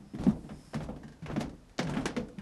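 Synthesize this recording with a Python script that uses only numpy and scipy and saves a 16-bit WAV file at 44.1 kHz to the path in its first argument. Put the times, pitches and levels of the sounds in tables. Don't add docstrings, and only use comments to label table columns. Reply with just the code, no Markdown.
import sys
import numpy as np
from scipy import signal
from scipy.fft import rfft, irfft
from scipy.io import wavfile
from scipy.ndimage import uniform_filter1d

SR = 44100
rng = np.random.default_rng(int(sys.argv[2]) if len(sys.argv) > 2 else 0)


def store_pcm(level_fs):
    pcm = np.round(np.clip(level_fs, -1, 1) * 32767).astype(np.int16)
    wavfile.write(sys.argv[1], SR, np.atleast_2d(pcm).T)


N = 106325
HZ = np.fft.rfftfreq(N, 1 / SR)
T = np.arange(SR) / SR

# (time [s], level [dB], tread pitch [Hz], ring t60 [s], staircase share [dB], stairwell share [dB])
THUDS = [(0.0, -45, 199.7, 0.36, 2.5, -2), (0.136, -28.5, 231.5, 0.049, -1.5, 0.5),
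         (0.146, -25, 218, 0.047, -5, -1.5), (0.195, -30, 174, 0.11, 2.5, 0),
         (0.205, -26, 173, 0.077, 2, 1), (0.265, -10, 224.5, 0.058, -5, -16),
         (0.276, -10.5, 214.2, 0.097, -11, -13.5), (0.438, -46, 230, 0.12, -2, 9),
         (0.505, -34.5, 211.4, 0.11, 2.5, -4), (0.673, -47, 168, 0.13, 0, -8),
         (0.748, -19.5, 203, 0.038, -3.5, 0.5), (0.757, -30, 218, .06, -3, -15),
         (0.82, -29, 163, 0.061, -1.5, -9), (0.889, -36, 210, 0.17, 1.5, -0.5),
         (0.964, -43, 254, 0.086, 6, 7), (1.040, -37.5, 212, 0.12, 3, -6.5),
         (1.222, -34, 150, 0.097, -1, -8), (1.233, -33.5, 147.6, 0.15, 0, -17),
         (1.301, -31.5, 239, 0.099, -8, -9), (1.326, -31, 150, 0.15, 1, -1),
         (1.367, -19.5, 280, 0.034, -5, -7), (1.3761, -16.5, 220, 0.055, -5.5, -15),
         (1.409, -25.5, 230, 0.075, -4, -4), (1.438, -31.5, 246, 0.1, -7, -5),
         (1.791, -25, 241.3, 0.13, 5, -3), (1.801, -21, 227, 0.036, -10, -12),
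         (1.842, -28, 158.3, 0.26, -25, -14), (1.881, -34.5, 218, 0.039, 11.5, 13.5),
         (1.909, -23.5, 179, 0.038, -3, -21), (1.968, -17, 219, 0.056, -10.5, -10),
         (1.981, -24, 262, 0.1, -12, -3), (2.059, -30.5, 287, 0.13, -9, -1.5),
         (2.169, -21.5, 237, 0.082, -5, -10.5), (2.197, -30.5, 210, 0.17, -9, -6),
         (2.379, -32.5, 199, 0.12, -12, -2.5)]
# (frequency [Hz], level [dB], t60 [s])
STAIR_MODES = [(99.4, -25.5, 0.27), (148.6, -11.5, 0.33), (226.3, -24, 0.5), (255, -21, 0.43),
               (301.5, -24, 0.3), (605, -38.5, 0.1), (662, -37, 0.2)]
# (frequency [Hz], level [dB])
THUD_ECHO = [(60, -23), (115, -11.5), (150, 2.5), (230, -5), (300, -4), (380, -16), (520, -19), (750, -22),
             (1200, -34), (3000, -48)]
THUD_TRIM_DB, THUD_RISE_S = 2, 0.0029
UPPER_RATIO, UPPER_DB = 1.385, -19.5
TREAD_LOW_HZ = 106.5

# (time [s], wood [dB], clack [dB], snap [dB], fizz [dB], rise [s], t60 [s])
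KNOCKS = [(0.135, -54.5, -56, -72, -80, 0.0014, 0.032), (0.149, -70, -52, -60, -82, 0.0013, 0.039),
          (0.184, -47.5, -52, -59, -72, 0.0023, 0.11), (0.235, -40.5, -48.5, -49, -52, 0.0013, 0.039),
          (0.265, -29.5, -47, -73, -76, 0.0015, 0.033), (0.440, -55, -66, -81, -74, .001, 0.039),
          (0.489, -45, -51, -66, -69, 0.0017, 0.064), (0.734, -37.5, -49, -58, -68, 0.00067, 0.047),
          (0.742, -38.5, -42, -48, -55, 0.00067, 0.077), (0.804, -39.5, -49, -64, -73, 0.00072, 0.071),
          (0.887, -41.5, -59.5, -80, -87, 0.0014, 0.12), (0.961, -51, -57.5, -68, -75, 0.00076, 0.057),
          (1.030, -51, -60, -62.5, -71, 0.0026, 0.093), (1.08, -55, -62, -60.5, -66.5, 0.00092, 0.061),
          (1.12, -60.5, -67, -65, -69, 0.002, 0.072), (1.219, -64, -62, -69, -78, 0.0037, 0.25),
          (1.259, -42, -46, -55, -64, 0.0012, 0.067), (1.311, -46, -47, -58, -78, 0.0025, .08),
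          (1.36, -35, -41, -51.5, -69, 0.0021, 0.073), (1.404, -33.5, -38.5, -43, -49, 0.0036, 0.076),
          (1.493, -53, -56.5, -57.5, -62, 0.0014, 0.042), (1.693, -80, -62, -67, -74, 0.0016, 0.046),
          (1.7818, -65, -54, -30, -62, 0.00051, 0.006), (1.7888, -28.5, -30.5, -35, -60, 0.0017, 0.066),
          (1.829, -63, -60, -47, -50.5, 0.00088, 0.034), (1.868, -41.5, -46, -55.5, -67, 0.001, 0.13),
          (1.893, -33.5, -44, -49, -49.5, 0.0027, 0.074), (1.9367, -39, -41.5, -60, -58, 0.00081, .06),
          (1.968, -37, -40.5, -58, -65, .001, 0.076), (2.005, -49, -53, -60.5, -63, 0.0025, 0.24),
          (2.0548, -27.5, -29.5, -35, -37, .002, 0.048), (2.164, -35.5, -38, -45, -56, 0.00093, .055),
          (2.282, -55, -60.5, -65, -62, 0.003, 0.059), (2.385, -57, -49, -60, -62.5, 0.00061, 0.038)]
# (frequency [Hz], level [dB])
WOOD_COLOUR = [(150, -18), (300, -6), (400, -1), (540, 0), (700, -2), (1000, -8), (1400, -17.5),
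               (3000, -52)]
CLACK_COLOUR = [(600, -16), (1100, 0), (1400, 3.5), (1750, 3), (2400, 0), (3600, -6), (5500, -32)]
SNAP_COLOUR = [(2500, -7), (4200, 0.5), (5600, 0), (7000, -5.5), (8500, -20), (12000, -22)]
FIZZ_COLOUR = [(5500, -5), (8000, 0.5), (10000, -2), (12000, -16)]
KNOCK_TRIM_DB, KNOCK_ROOM_DB, KNOCK_GRIT_DB = 2, -2.5, 2

# (time [s], level [dB])
LOADS = [(0.005, -53), (0.169, -34.5), (0.281, -37), (0.50, -45), (0.746, -42), (0.81, -38), (0.89, -47),
         (1.259, -38), (1.43, -39), (1.84, -41), (1.98, -39.5), (2.17, -41), (2.38, -39)]
# (frequency [Hz], level [dB], t60 [s])
SWAY_MODES = [(38.2, -4, 0.63), (63.1, -1, 0.47), (99.8, -1.5, 0.29)]
SWAY_RISE_S = 0.024
# (time [s], level [dB])
HOLLOWS = [(0.888, -43), (1.793, -37.5), (2.166, -30.5), (2.289, -45)]
# (frequency [Hz], level [dB], t60 [s])
HOLLOW_MODES = [(435.8, -10, 0.46), (493, 2, 0.19), (573, -15, .25), (704, -14.5, 0.21)]
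# (time [s], level [dB])
RATTLES = [(0.491, -61), (1.031, -58), (1.079, -61), (1.121, -62.5), (1.790, -55), (2.056, -45),
           (2.384, -55)]
# (frequency [Hz], level [dB], t60 [s])
RATTLE_MODES = [(1056, -8.5, 0.16), (1593, -1, 0.21), (1672, 6.5, 0.06), (1837, 3, 0.083),
                (2405, -8.5, 0.059), (2900, -8, 0.12), (2970, -12.5, 0.21)]

# (time [s], length [s], level [dB], treble shelf [dB])
SCUFFS = [(0.187, .05, -48.5, -4), (0.221, 0.12, -50.5, -10), (0.282, 0.046, -63, 20),
          (0.484, 0.056, -54.5, -32), (0.815, 0.038, -50.5, 5), (1.264, 0.072, -44, -21),
          (1.392, 0.042, -43, 0.5), (1.87, .18, -44, -13)]
# (frequency [Hz], level [dB])
SCUFF_COLOUR = [(100, -3), (350, -1), (700, -1), (1200, -5), (2500, -14.5), (6000, -18.5), (12000, -29)]
SCUFF_TREBLE_HZ = 3340
SCUFF_GRIT_DB, SCUFF_CLUMP_DB, CLUMP_S = 3, 3, 0.007

# (time [s], length [s], hiss [dB], squeal [dB])
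SLIDES = [(0, 0.21, -77, -76), (0.266, 0.26, -70, -89), (0.434, 0.45, -64.5, -69)]
# (frequency [Hz], level [dB])
HISS_COLOUR = [(1500, -3), (3500, -7), (5200, -6.5), (8000, -4.5), (10500, -5), (12000, -12.5)]
# (frequency [Hz], level [dB])
SQUEAL_COLOUR = [(4000, -45), (4900, -8), (5200, 0), (5500, -8), (6500, -40)]

# (frequency [Hz], t60 [s])
STAIRWELL_T60 = [(100, 0.49), (260, 0.69), (700, 0.36), (1840, 0.21), (4850, 0.21), (12000, 0.091)]
# (frequency [Hz], level [dB])
AIR_COLOUR = [(15, -53), (25, 1), (38, 14), (90, 7.5), (190, 5), (450, -2.5), (900, -6.5), (1600, -12.5),
              (3100, -17.5), (5000, -18.5), (9000, -23.5), (12000, -27)]
AIR_DB = -59
EDGE_HZ = 12050


def amp(db):
    return 10 ** (np.asarray(db) / 20)


def unit(x):
    return x / np.sqrt(np.mean(x ** 2) + 1e-20)


def read(points, hz):
    f, value = np.transpose(points)
    return np.interp(np.log(hz + 1), np.log(f + 1), value)


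def add(mix, s, sound):
    part = mix[max(round(s * SR), 0):][:len(sound)]
    part += sound[:len(part)]


def noise(spectrum, grit_db=0, extra_db=0):
    flutter = unit(uniform_filter1d(rng.standard_normal(N), size=44))
    grains = rng.standard_normal(N) * amp(grit_db * flutter)
    colour = amp(read(spectrum, HZ) + extra_db)
    return unit(irfft(rfft(grains) * colour, N))


def piece(x):
    return np.roll(x, rng.integers(N))[:SR]


def strike(rise_s, t60):
    return (1 - np.exp(-(T / rise_s) ** 2)) * np.exp(-np.log(1000) * T / t60)


def stroke(length):
    return np.sin(np.linspace(0, np.pi, max(round(length * SR), 2)))


def ring(modes, rise_s):
    return sum(amp(db) * strike(rise_s, t60) * np.sin(2 * np.pi * hz * T) for hz, db, t60 in modes)


def play(events, modes, rise_s):
    out, sound = np.zeros(N), ring(modes, rise_s)
    for s, db in events:
        add(out, s, amp(db) * sound)
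    return out


def stairwell(sound, colour):
    hz, t, z = signal.stft(colour, SR, nperseg=512)
    t60 = read(STAIRWELL_T60, hz)[:, None]
    fade = np.exp(-np.log(1000) * t / t60) / np.sqrt(t60)
    tail = signal.istft(z * fade, SR, nperseg=512)[1][:SR]
    tail = tail * np.minimum(T / 0.0087, 1)
    return tail * np.linalg.norm(sound) / np.linalg.norm(tail)


def thuds():
    out = np.zeros(N)
    stairs = ring(STAIR_MODES, THUD_RISE_S)
    echo_colour = noise(THUD_ECHO)
    for s, db, hz, t60, stairs_db, room_db in THUDS:
        blow = ring([(hz, 0, t60), (hz * UPPER_RATIO, UPPER_DB, t60)], THUD_RISE_S)
        echo = stairwell(blow, piece(echo_colour))
        thud = blow + amp(stairs_db) * stairs + amp(room_db) * echo
        add(out, s, amp(db + THUD_TRIM_DB) * thud)
    low_cut = signal.butter(2, TREAD_LOW_HZ, "high", fs=SR, output="sos")
    return signal.sosfilt(low_cut, out)


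def knocks():
    out = np.zeros(N)
    spectra = (WOOD_COLOUR, CLACK_COLOUR, SNAP_COLOUR, FIZZ_COLOUR)
    colours = np.array([noise(spectrum, grit_db=KNOCK_GRIT_DB) for spectrum in spectra])
    for s, wood_db, clack_db, snap_db, fizz_db, rise_s, t60 in KNOCKS:
        colour = amp([wood_db, clack_db, snap_db, fizz_db]) @ colours
        burst = piece(colour) * strike(rise_s, t60)
        add(out, s, burst + amp(KNOCK_ROOM_DB) * stairwell(burst, piece(colour)))
    return amp(KNOCK_TRIM_DB) * out


def sway():
    return play(LOADS, SWAY_MODES, SWAY_RISE_S)


def hollow_board():
    return play(HOLLOWS, HOLLOW_MODES, rise_s=0.0076)


def rattles():
    return play(RATTLES, RATTLE_MODES, rise_s=0.002)


def scuffs():
    out = np.zeros(N)
    shelf = HZ ** 2 / (HZ ** 2 + SCUFF_TREBLE_HZ ** 2)
    for s, length, db, treble_db in SCUFFS:
        swell = amp(db) * stroke(length)
        colour = noise(SCUFF_COLOUR, grit_db=SCUFF_GRIT_DB, extra_db=treble_db * shelf)
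        flutter = unit(uniform_filter1d(rng.standard_normal(len(swell)), round(CLUMP_S * SR)))
        clumps = amp(SCUFF_CLUMP_DB * flutter)
        rub = swell * unit(clumps * colour[:len(swell)])
        add(out, s, rub)
        add(out, s + length / 2, amp(-2) * stairwell(rub, piece(colour)))
    return out


def slides():
    hiss, squeal = np.zeros((2, N))
    for s, length, hiss_db, squeal_db in SLIDES:
        add(hiss, s, amp(hiss_db) * stroke(length))
        add(squeal, s, amp(squeal_db) * stroke(length))
    return hiss * noise(HISS_COLOUR, grit_db=1.5) + squeal * noise(SQUEAL_COLOUR)


def air():
    return amp(AIR_DB) * noise(AIR_COLOUR)


def scene():
    woodwork = sway() + hollow_board() + rattles()
    return (thuds() + knocks() + woodwork + scuffs() + slides() + air())[None]


def record(dry):
    low_pass = signal.firwin(511, EDGE_HZ, window=("kaiser", 9), fs=SR)
    return signal.oaconvolve(dry, low_pass[None], "same")


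dry = scene()
out = record(dry)
store_pcm(out)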